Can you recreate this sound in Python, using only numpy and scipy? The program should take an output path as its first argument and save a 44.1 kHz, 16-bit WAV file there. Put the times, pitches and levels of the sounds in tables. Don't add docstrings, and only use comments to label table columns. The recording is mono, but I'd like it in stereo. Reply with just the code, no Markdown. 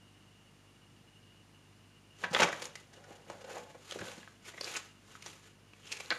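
import sys
import numpy as np
from scipy import signal
from scipy.fft import rfft, irfft
from scipy.io import wavfile
from scipy.ndimage import uniform_filter1d

SR = 44100
rng = np.random.default_rng(int(sys.argv[2]) if len(sys.argv) > 2 else 0)


def put_to_file(sound):
    columns = np.atleast_2d(sound).T
    safe = np.clip(columns, -1, 1)
    whole_steps = np.round(safe * 32767)
    wavfile.write(sys.argv[1], SR, whole_steps.astype(np.int16))


N = 272538
TIME = np.arange(N) / SR
HZ = np.arange(2049) * SR / 4096


# (time [s], relative level [dB], low flex [dB re level],
# high crack [dB re level], ring [Hz], rise [s])
SNAPS = [(2.239, -28.5, -5, -32, 1530, 0.0034), (2.303, -60, 16, 9, 894, 0.0077),
         (2.331, -40.5, 7.5, 3.5, 566, 0.0056), (2.348, -24, -5, -14.5, 3420, 0.00098),
         (2.362, -27.5, -26, -26, 1260, 0.0036), (2.391, -28, -14, -23, 860, 0),
         (2.398, -22.5, -3.5, -24, 1940, .003), (2.404, -28, 2, -6.5, 920, 0.0012),
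         (2.420, -23.5, 4, -12, 1500, 0.0029), (2.431, -23, -6.5, -7, 6100, 0.0018),
         (2.4341, -30, -12, -25, 1280, .0003), (2.485, -38, 5, -7, 1290, 0.0026),
         (2.528, -37, 2, -10, 1830, 0.0016), (2.621, -43, 5.5, 2.5, 520, 0.0025),
         (2.655, -51, 3.5, 9.5, 6440, 0.001), (2.755, -45, -4.5, 0.5, 2000, 0.0018),
         (2.932, -65, 5, 9.5, 1590, 0.0045), (3.040, -59, 4, -2, 1660, 0.0024),
         (3.3, -53.5, 18.5, 1.5, 880, 0.0016), (3.405, -54.5, 6, -2, 520, 0.0074),
         (3.443, -58, 14, 0.5, 464, 0.0033), (3.568, -54, 15.5, -19, 760, 0.0026),
         (3.747, -66, 24.5, -3, 570, 0.0037), (3.911, -52, -7, 9.5, 2930, 0.00014),
         (3.922, -45, 3.5, 2.5, 3350, .0015), (3.989, -44, -1, -6.5, 1640, 0.0025),
         (4.014, -41.5, -3, -15, 1600, 0.0018), (4.07, -46, -14, -21, 1560, .001),
         (4.086, -48.5, -4, -9, 3600, 0.000081), (4.179, -53.5, -1, -2, 1610, 0.0028),
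         (4.2304, -47.5, -7.5, -22, 1560, 0.00063), (4.2763, -51, 2.5, -22, 1520, 0.000049),
         (4.449, -52, -7, -2, 2230, 0.0065), (4.482, -50, -15, -7, 2050, 0.0023),
         (4.539, -57.5, 9.5, -14, 2080, 0.003), (4.578, -44, -6, -28, 1980, 0.0026),
         (4.611, -46, 3.5, 8.5, 4840, 0.00081), (4.644, -60.5, 7, 22, 4680, 0.0012),
         (4.671, -42, -1.5, -10, 2580, 0.005), (4.753, -36, -30, -19, 2570, .004),
         (4.765, -38, -14, 2.5, 7200, 0.0031), (5.153, -50, -9.5, -26, 1290, 0),
         (5.224, -57, -3, 8, 2150, .0013), (5.2621, -50.5, 4, 8, 6100, 0.0017),
         (5.735, -59.5, -2, -4.5, 2570, 0.00007), (5.869, -56.5, -14, 6, 2800, 0.0033),
         (5.919, -40, -23, 6, 2570, 0.0036), (5.9698, -56.5, -5, 10.5, 2393, 0.0023),
         (6.002, -44, -1, 0.5, 2430, 0.0026), (6.060, -67, 8, 13, 4100, 0),
         (6.105, -27.5, -35, -31, 4400, 0.00039), (6.1109, -30, -6.5, -40, 2100, 0.0023),
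         (6.1191, -32, 0.5, -42, 1420, .0035)]


def snaps(level_db=24, flex_db=-1, crack_db=0, ring_width=0.19, chatter=1.0, kick_s=0.0042):
    out = np.zeros(N)
    t = np.arange(4096) / SR
    flex_band = resonance(HZ, 523, 1070) ** 2
    body_band = resonance(HZ, 2060, 3260) ** 3
    crack_band = resonance(HZ, 5000, 9400) ** 3
    sheet = sheet_gain() / np.hypot(1, (HZ / 8470) ** 4)
    for s, db, flex, crack, ring_hz, rise_s in SNAPS:
        ring_db = 9.5 + 0.12 * (-25 - db) + 0.11 * np.clip(-crack, 0, 20)
        ring_peak = resonance(HZ, ring_hz, ring_width * ring_hz) ** 2
        ring = sheet * (1 + (undb(ring_db) - 1) * ring_peak)
        levels = undb(db) * undb([flex + flex_db, 0, crack + crack_db])
        bands = [flex_band, body_band, crack_band]
        gain = np.sqrt(sum((g * unit(band * ring)) ** 2 for g, band in zip(levels, bands)))

        fade_s = max(0.014 + 4.1 * rise_s, .002)
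        onset = np.minimum((t + 1 / SR) / max(rise_s, 1 / SR), 1)
        fade = np.exp(-np.log(1000) * np.maximum(t - 2 * rise_s, 0) / fade_s)
        push = rng.standard_normal(len(t)) * onset * fade
        push *= chatter / np.linalg.norm(push)
        push[0] = rng.choice([-1, 1]) * np.exp(-rise_s / kick_s)
        add(out, s, undb(level_db) * shape(push / np.linalg.norm(push), gain))
    return out


# (time [s], peak level [dB], pitch [Hz])
BUMPS = [(2.310, -36.5, 197), (2.345, -39, 350), (2.412, -42, 130), (2.44, -28.5, 340), (3.107, -42.5, 454),
         (3.957, -32.5, 327), (3.97, -40, 260), (4.004, -40.5, 148), (4.019, -35, 300), (4.177, -43.5, 270),
         (4.753, -51, 430), (6.12, -45.5, 170)]


def bumps(fade_s=0.038, breadth=1.47):
    out = np.zeros(N)
    t = np.arange(4096) / SR
    low_cut = 1 / np.hypot(1, (80 / (HZ + 1)) ** 3)
    for s, db, hz in BUMPS:
        push = rng.standard_normal(len(t)) * np.exp(-np.log(1000) * t / fade_s)
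        thud = shape(push, resonance(HZ, hz, breadth * hz) ** 3 * low_cut)
        add(out, s, undb(db) * thud / abs(thud).max())
    return out


# (time of fastest moment [s], level [dB], swell [s], fade [s])
# 2.2-2.7 s page turned and smoothed, to 4.1 s booklet shut, 4.4-4.8 s first riffle,
# 5.1-5.5 s second riffle, from 5.9 s opened again
SLIDES = [(2.235, -52, 0.083, 0.071), (2.41, -35, 0.069, 0.069), (2.53, -51.5, 0.16, 0.23),
          (2.65, -46.5, 0.12, 0.048), (2.79, -60.5, 0.099, 0.11), (3.92, -51, 0.16, 0.19),
          (4.06, -52.5, 0.2, 0.3), (4.48, -48.5, 0.052, 0.055), (4.68, -45.5, 0.16, 0.21),
          (4.76, -42.5, .075, 0.063), (5.13, -59.5, 0.17, 0.19), (5.28, -52, 0.093, 0.16),
          (5.45, -60.5, .07, 0.11), (5.95, -51.5, 0.2, 0.31), (6.13, -52.5, 0.095, 0.18)]
# (frequency [Hz], relative level [dB])
SLIDE_COLOUR = [(100, -34), (250, -7.5), (420, 4.5), (600, -5.5), (1250, -0.5), (1800, -2.5), (2500, -1),
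                (3600, -2.5), (5500, -7), (7000, -2), (8400, -11), (11500, -15), (15000, -39)]


def slide(flutter_db=2, dull_hz=8000, loud_db=-33):
    under_finger = undb(-5.5) * strokes(RUBS)
    speed = np.hypot(strokes(SLIDES), under_finger)
    slips = grains(rate=4000, spread_db=-2.0) * undb(flutter_db * walk(rate=150))
    hiss = unit(shape(slips, colour(SLIDE_COLOUR, HZ))) * speed
    pressure = np.minimum(speed / undb(loud_db), 1) ** 2
    dulled = shape(hiss * pressure, 1 / np.hypot(1, (HZ / dull_hz) ** 3))
    return hiss * (1 - pressure) + dulled


# (time of hardest moment [s], relative level [dB], swell [s], fade [s])
BENDS = [(2.24, -37, 0.017, 0.054), (2.362, -28.5, .04, 0.026), (2.402, -26.5, 0.018, 0.057),
         (2.435, -26.5, 0.044, 0.05), (2.49, -45, 0.071, 0.21), (4.025, -53, 0.075, 0.2)]
# (frequency [Hz], relative level [dB])
BEND_COLOUR = [(50, -23), (160, 0), (240, 2.5), (350, -4.5), (530, 7), (1150, 5.5), (1650, -1.5),
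               (2200, -4.5), (3300, -1), (4500, -23), (6500, -14), (8500, -48), (15000, -49)]


def crinkle(level_db=-2.0):
    buckles = grains(rate=380, spread_db=0.0)
    crackle = unit(shape(buckles, colour(BEND_COLOUR, HZ) * sheet_gain()))
    return crackle * strokes(BENDS) * undb(level_db)


# (time of fastest moment [s], level [dB], swell [s], fade [s])
RUBS = [(2.96, -61.5, 0.14, 0.2), (3.115, -55, 0.11, 0.15), (3.32, -55.5, 0.13, 0.27),
        (3.515, -46.5, 0.068, 0.1), (3.57, -48.5, 0.13, 0.14), (3.70, -57, .04, 0.075),
        (4.09, -52.5, 0.12, 0.12)]
# (frequency [Hz], relative level [dB])
RUB_COLOUR = [(60, -46), (200, -12.5), (350, -11), (520, -0.5), (640, -8.5), (780, -5.5), (1150, -17.5),
              (1550, -13), (2800, -25.5), (7000, -55)]


def rub(flutter_db=1.5):
    slips = grains(rate=3000, spread_db=-1.0) * undb(flutter_db * walk(rate=120))
    return unit(shape(slips, colour(RUB_COLOUR, HZ))) * strokes(RUBS)


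# (time of fastest moment [s], relative level [dB], swell [s], fade [s])
GAPS = [(4.74, -54, 0.074, 0.07), (5.915, -53.5, 0.11, 0.17)]


def gap(centre_hz=2585, fall_oct_per_s=2.3, width_hz=320, level_db=-1):
    fastest = np.array(GAPS)[:, 0]
    nearest = np.argmin(abs(TIME - fastest[:, None]), axis=0)
    since = TIME - fastest[nearest]
    hz = centre_hz * 2 ** (-fall_oct_per_s * np.clip(since, -.5, .5))
    phase = 2 * np.pi * np.cumsum(hz) / SR
    low_pass = 1 / (1 + (HZ / width_hz) ** 2)
    in_phase = unit(shape(grains(rate=2200, spread_db=4), low_pass))
    quadrature = unit(shape(grains(rate=2200, spread_db=4), low_pass))
    ringing = unit(in_phase * np.cos(phase) + quadrature * np.sin(phase))
    return ringing * undb(level_db) * strokes(GAPS)


# (frequency [Hz], width [Hz], level [dB, halved when played])
SHEET = [(350, 24, -5), (544, 140, -1), (904, 44, -1), (1160, 22, -3), (1290, 27, -2), (1560, 100, 0),
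         (1920, 53, -4), (2310, 69, -7)]


def sheet_gain(between_db=-4):
    peaks = sum((undb(db / 2) * resonance(HZ, f, w)) ** 2 for f, w, db in SHEET)
    return np.sqrt(peaks + undb(between_db) ** 2)


def paper():
    return room(snaps() + bumps() + slide() + gap() + rub() + crinkle())


# (frequency [Hz], level [dB])
PAPER_SIDE = [(100, -25), (400, -16), (2300, -17.5), (4400, -8.5), (8000, -5), (14000, -1.5)]
# (frequency [Hz], level [dB])
BALANCE = [(100, -1), (2400, 0), (4400, 0), (6000, 4.5), (8000, -0.5), (13000, -8)]


def spread(mid):
    place = unit(np.sin(2 * walk(rate=300)))
    side = shape(mid * place, colour(PAPER_SIDE, HZ))
    lean = np.sqrt(colour(BALANCE, HZ))

    def even(x, gain):
        return signal.fftconvolve(x, np.roll(irfft(gain), len(gain) - 1), "same")

    return np.array([even(mid + side, lean), even(mid - side, 1 / lean)])


def room(x, early_db=-8, early_s=0.11, late_db=-8, t60_s=0.42, dull_hz=2800):
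    t = np.arange(SR) / SR
    soft = 1 / np.hypot(1, HZ / dull_hz)
    early = (early_db, early_s, .003, np.sqrt(soft))
    late = (late_db, t60_s, .012, soft)
    response = 0
    for db, t60, delay_s, gain in (early, late):
        echoes = rng.standard_normal(SR) * np.exp(-np.log(1000) * t / t60) * (t > delay_s)
        response = response + undb(db) * shape(echoes / np.linalg.norm(echoes), gain)
    return x + signal.fftconvolve(x, response)[:N]


# (frequency [Hz], relative level [dB])
AIR_COLOUR = [(25, -42), (65, -21), (120, -7), (200, -10), (330, -14.5), (520, -18.5), (1200, -20.5),
              (2500, -23), (4000, -27), (7000, -29.5), (10000, -33), (13000, -42.5), (15000, -47)]
# (frequency [Hz], level [dB])
AIR_SIDE = [(100, -8.5), (380, -1), (700, 0), (1300, -8), (2400, -6), (4400, -4.5), (12000, -3)]


def air_noise(level_db=-64):
    gain = colour(AIR_COLOUR, HZ)
    mid = shape(rng.standard_normal(N), gain)
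    side = shape(rng.standard_normal(N), gain * colour(AIR_SIDE, HZ))
    return undb(level_db) / np.std(mid) * np.array([mid + side, mid - side])


# (frequency [Hz], relative rms level [dB])
HUM = [(50, -74), (100, -66), (150, -71), (200, -72.5), (250, -75), (300, -75.5), (350, -78.5),
       (450, -82.5)]


def mains_hum(level_db=-2):
    hum = np.zeros(N)
    for hz, db in HUM:
        hum += undb(db + level_db) * np.sqrt(2) * np.sin(2 * np.pi * (hz * TIME + rng.random()))
    return hum


def whine(level_db=-71.5, centre_hz=2860, width_hz=210):
    band = unit(shape(rng.standard_normal(N), resonance(HZ, centre_hz, width_hz) ** 2))
    flutter = unit(1 + .6 * np.tanh(1.5 * walk(rate=40)))
    return band * flutter * undb(level_db)


def room_tone():
    return air_noise() + mains_hum() + whine()


def strokes(rows, stroke_db=20, roundness=1.26):
    power = 0
    for s, db, swell_s, fade_s in rows:
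        away = np.maximum((s - TIME) / swell_s, (TIME - s) / fade_s)
        fall_db = stroke_db * np.minimum(away, 10) ** roundness
        power = power + undb(db - fall_db) ** 2
    return np.sqrt(power)


def grains(rate, spread_db):
    size = undb(spread_db * np.minimum(rng.exponential(size=N), 4))
    return unit((rng.random(N) < rate / SR) * rng.choice([-1, 1], N) * size)


def walk(rate):
    k = int(SR / rate)
    steps = np.repeat(rng.standard_normal(N // k + 1), k)
    return unit(uniform_filter1d(steps, k)[:N])


def undb(db):
    return 10 ** (np.asarray(db) / 20)


def unit(x):
    return x / np.sqrt(np.mean(x ** 2))


def colour(points, hz):
    f, db = np.transpose(points)
    return undb(np.interp(np.log(hz + 1), np.log(f), db))


def resonance(hz, centre_hz, width_hz):
    return 1 / np.sqrt(1 + ((hz ** 2 - centre_hz ** 2) / ((hz + 1) * width_hz)) ** 2)


def causal(gain):
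    cepstrum = irfft(np.log(gain + 1e-7))
    half = len(cepstrum) // 2
    cepstrum[1:half] *= 2
    cepstrum[half + 1:] = 0
    return irfft(np.exp(rfft(cepstrum)))


def shape(x, gain):
    return signal.fftconvolve(x, causal(gain))[:len(x)]


def add(track, s, sound):
    start = int(s * SR)
    track[start:start + len(sound)] += sound[:N - start]


def scene():
    return spread(paper()) + room_tone()


def record(dry, notch_hz=7900, top_hz=15200):
    notched = signal.lfilter(*signal.iirnotch(notch_hz, 30, fs=SR), dry)
    top_cut = signal.ellip(8, .2, 70, top_hz, fs=SR, output="sos")
    return signal.sosfilt(top_cut, notched)


dry = scene()
out = record(dry)
put_to_file(out)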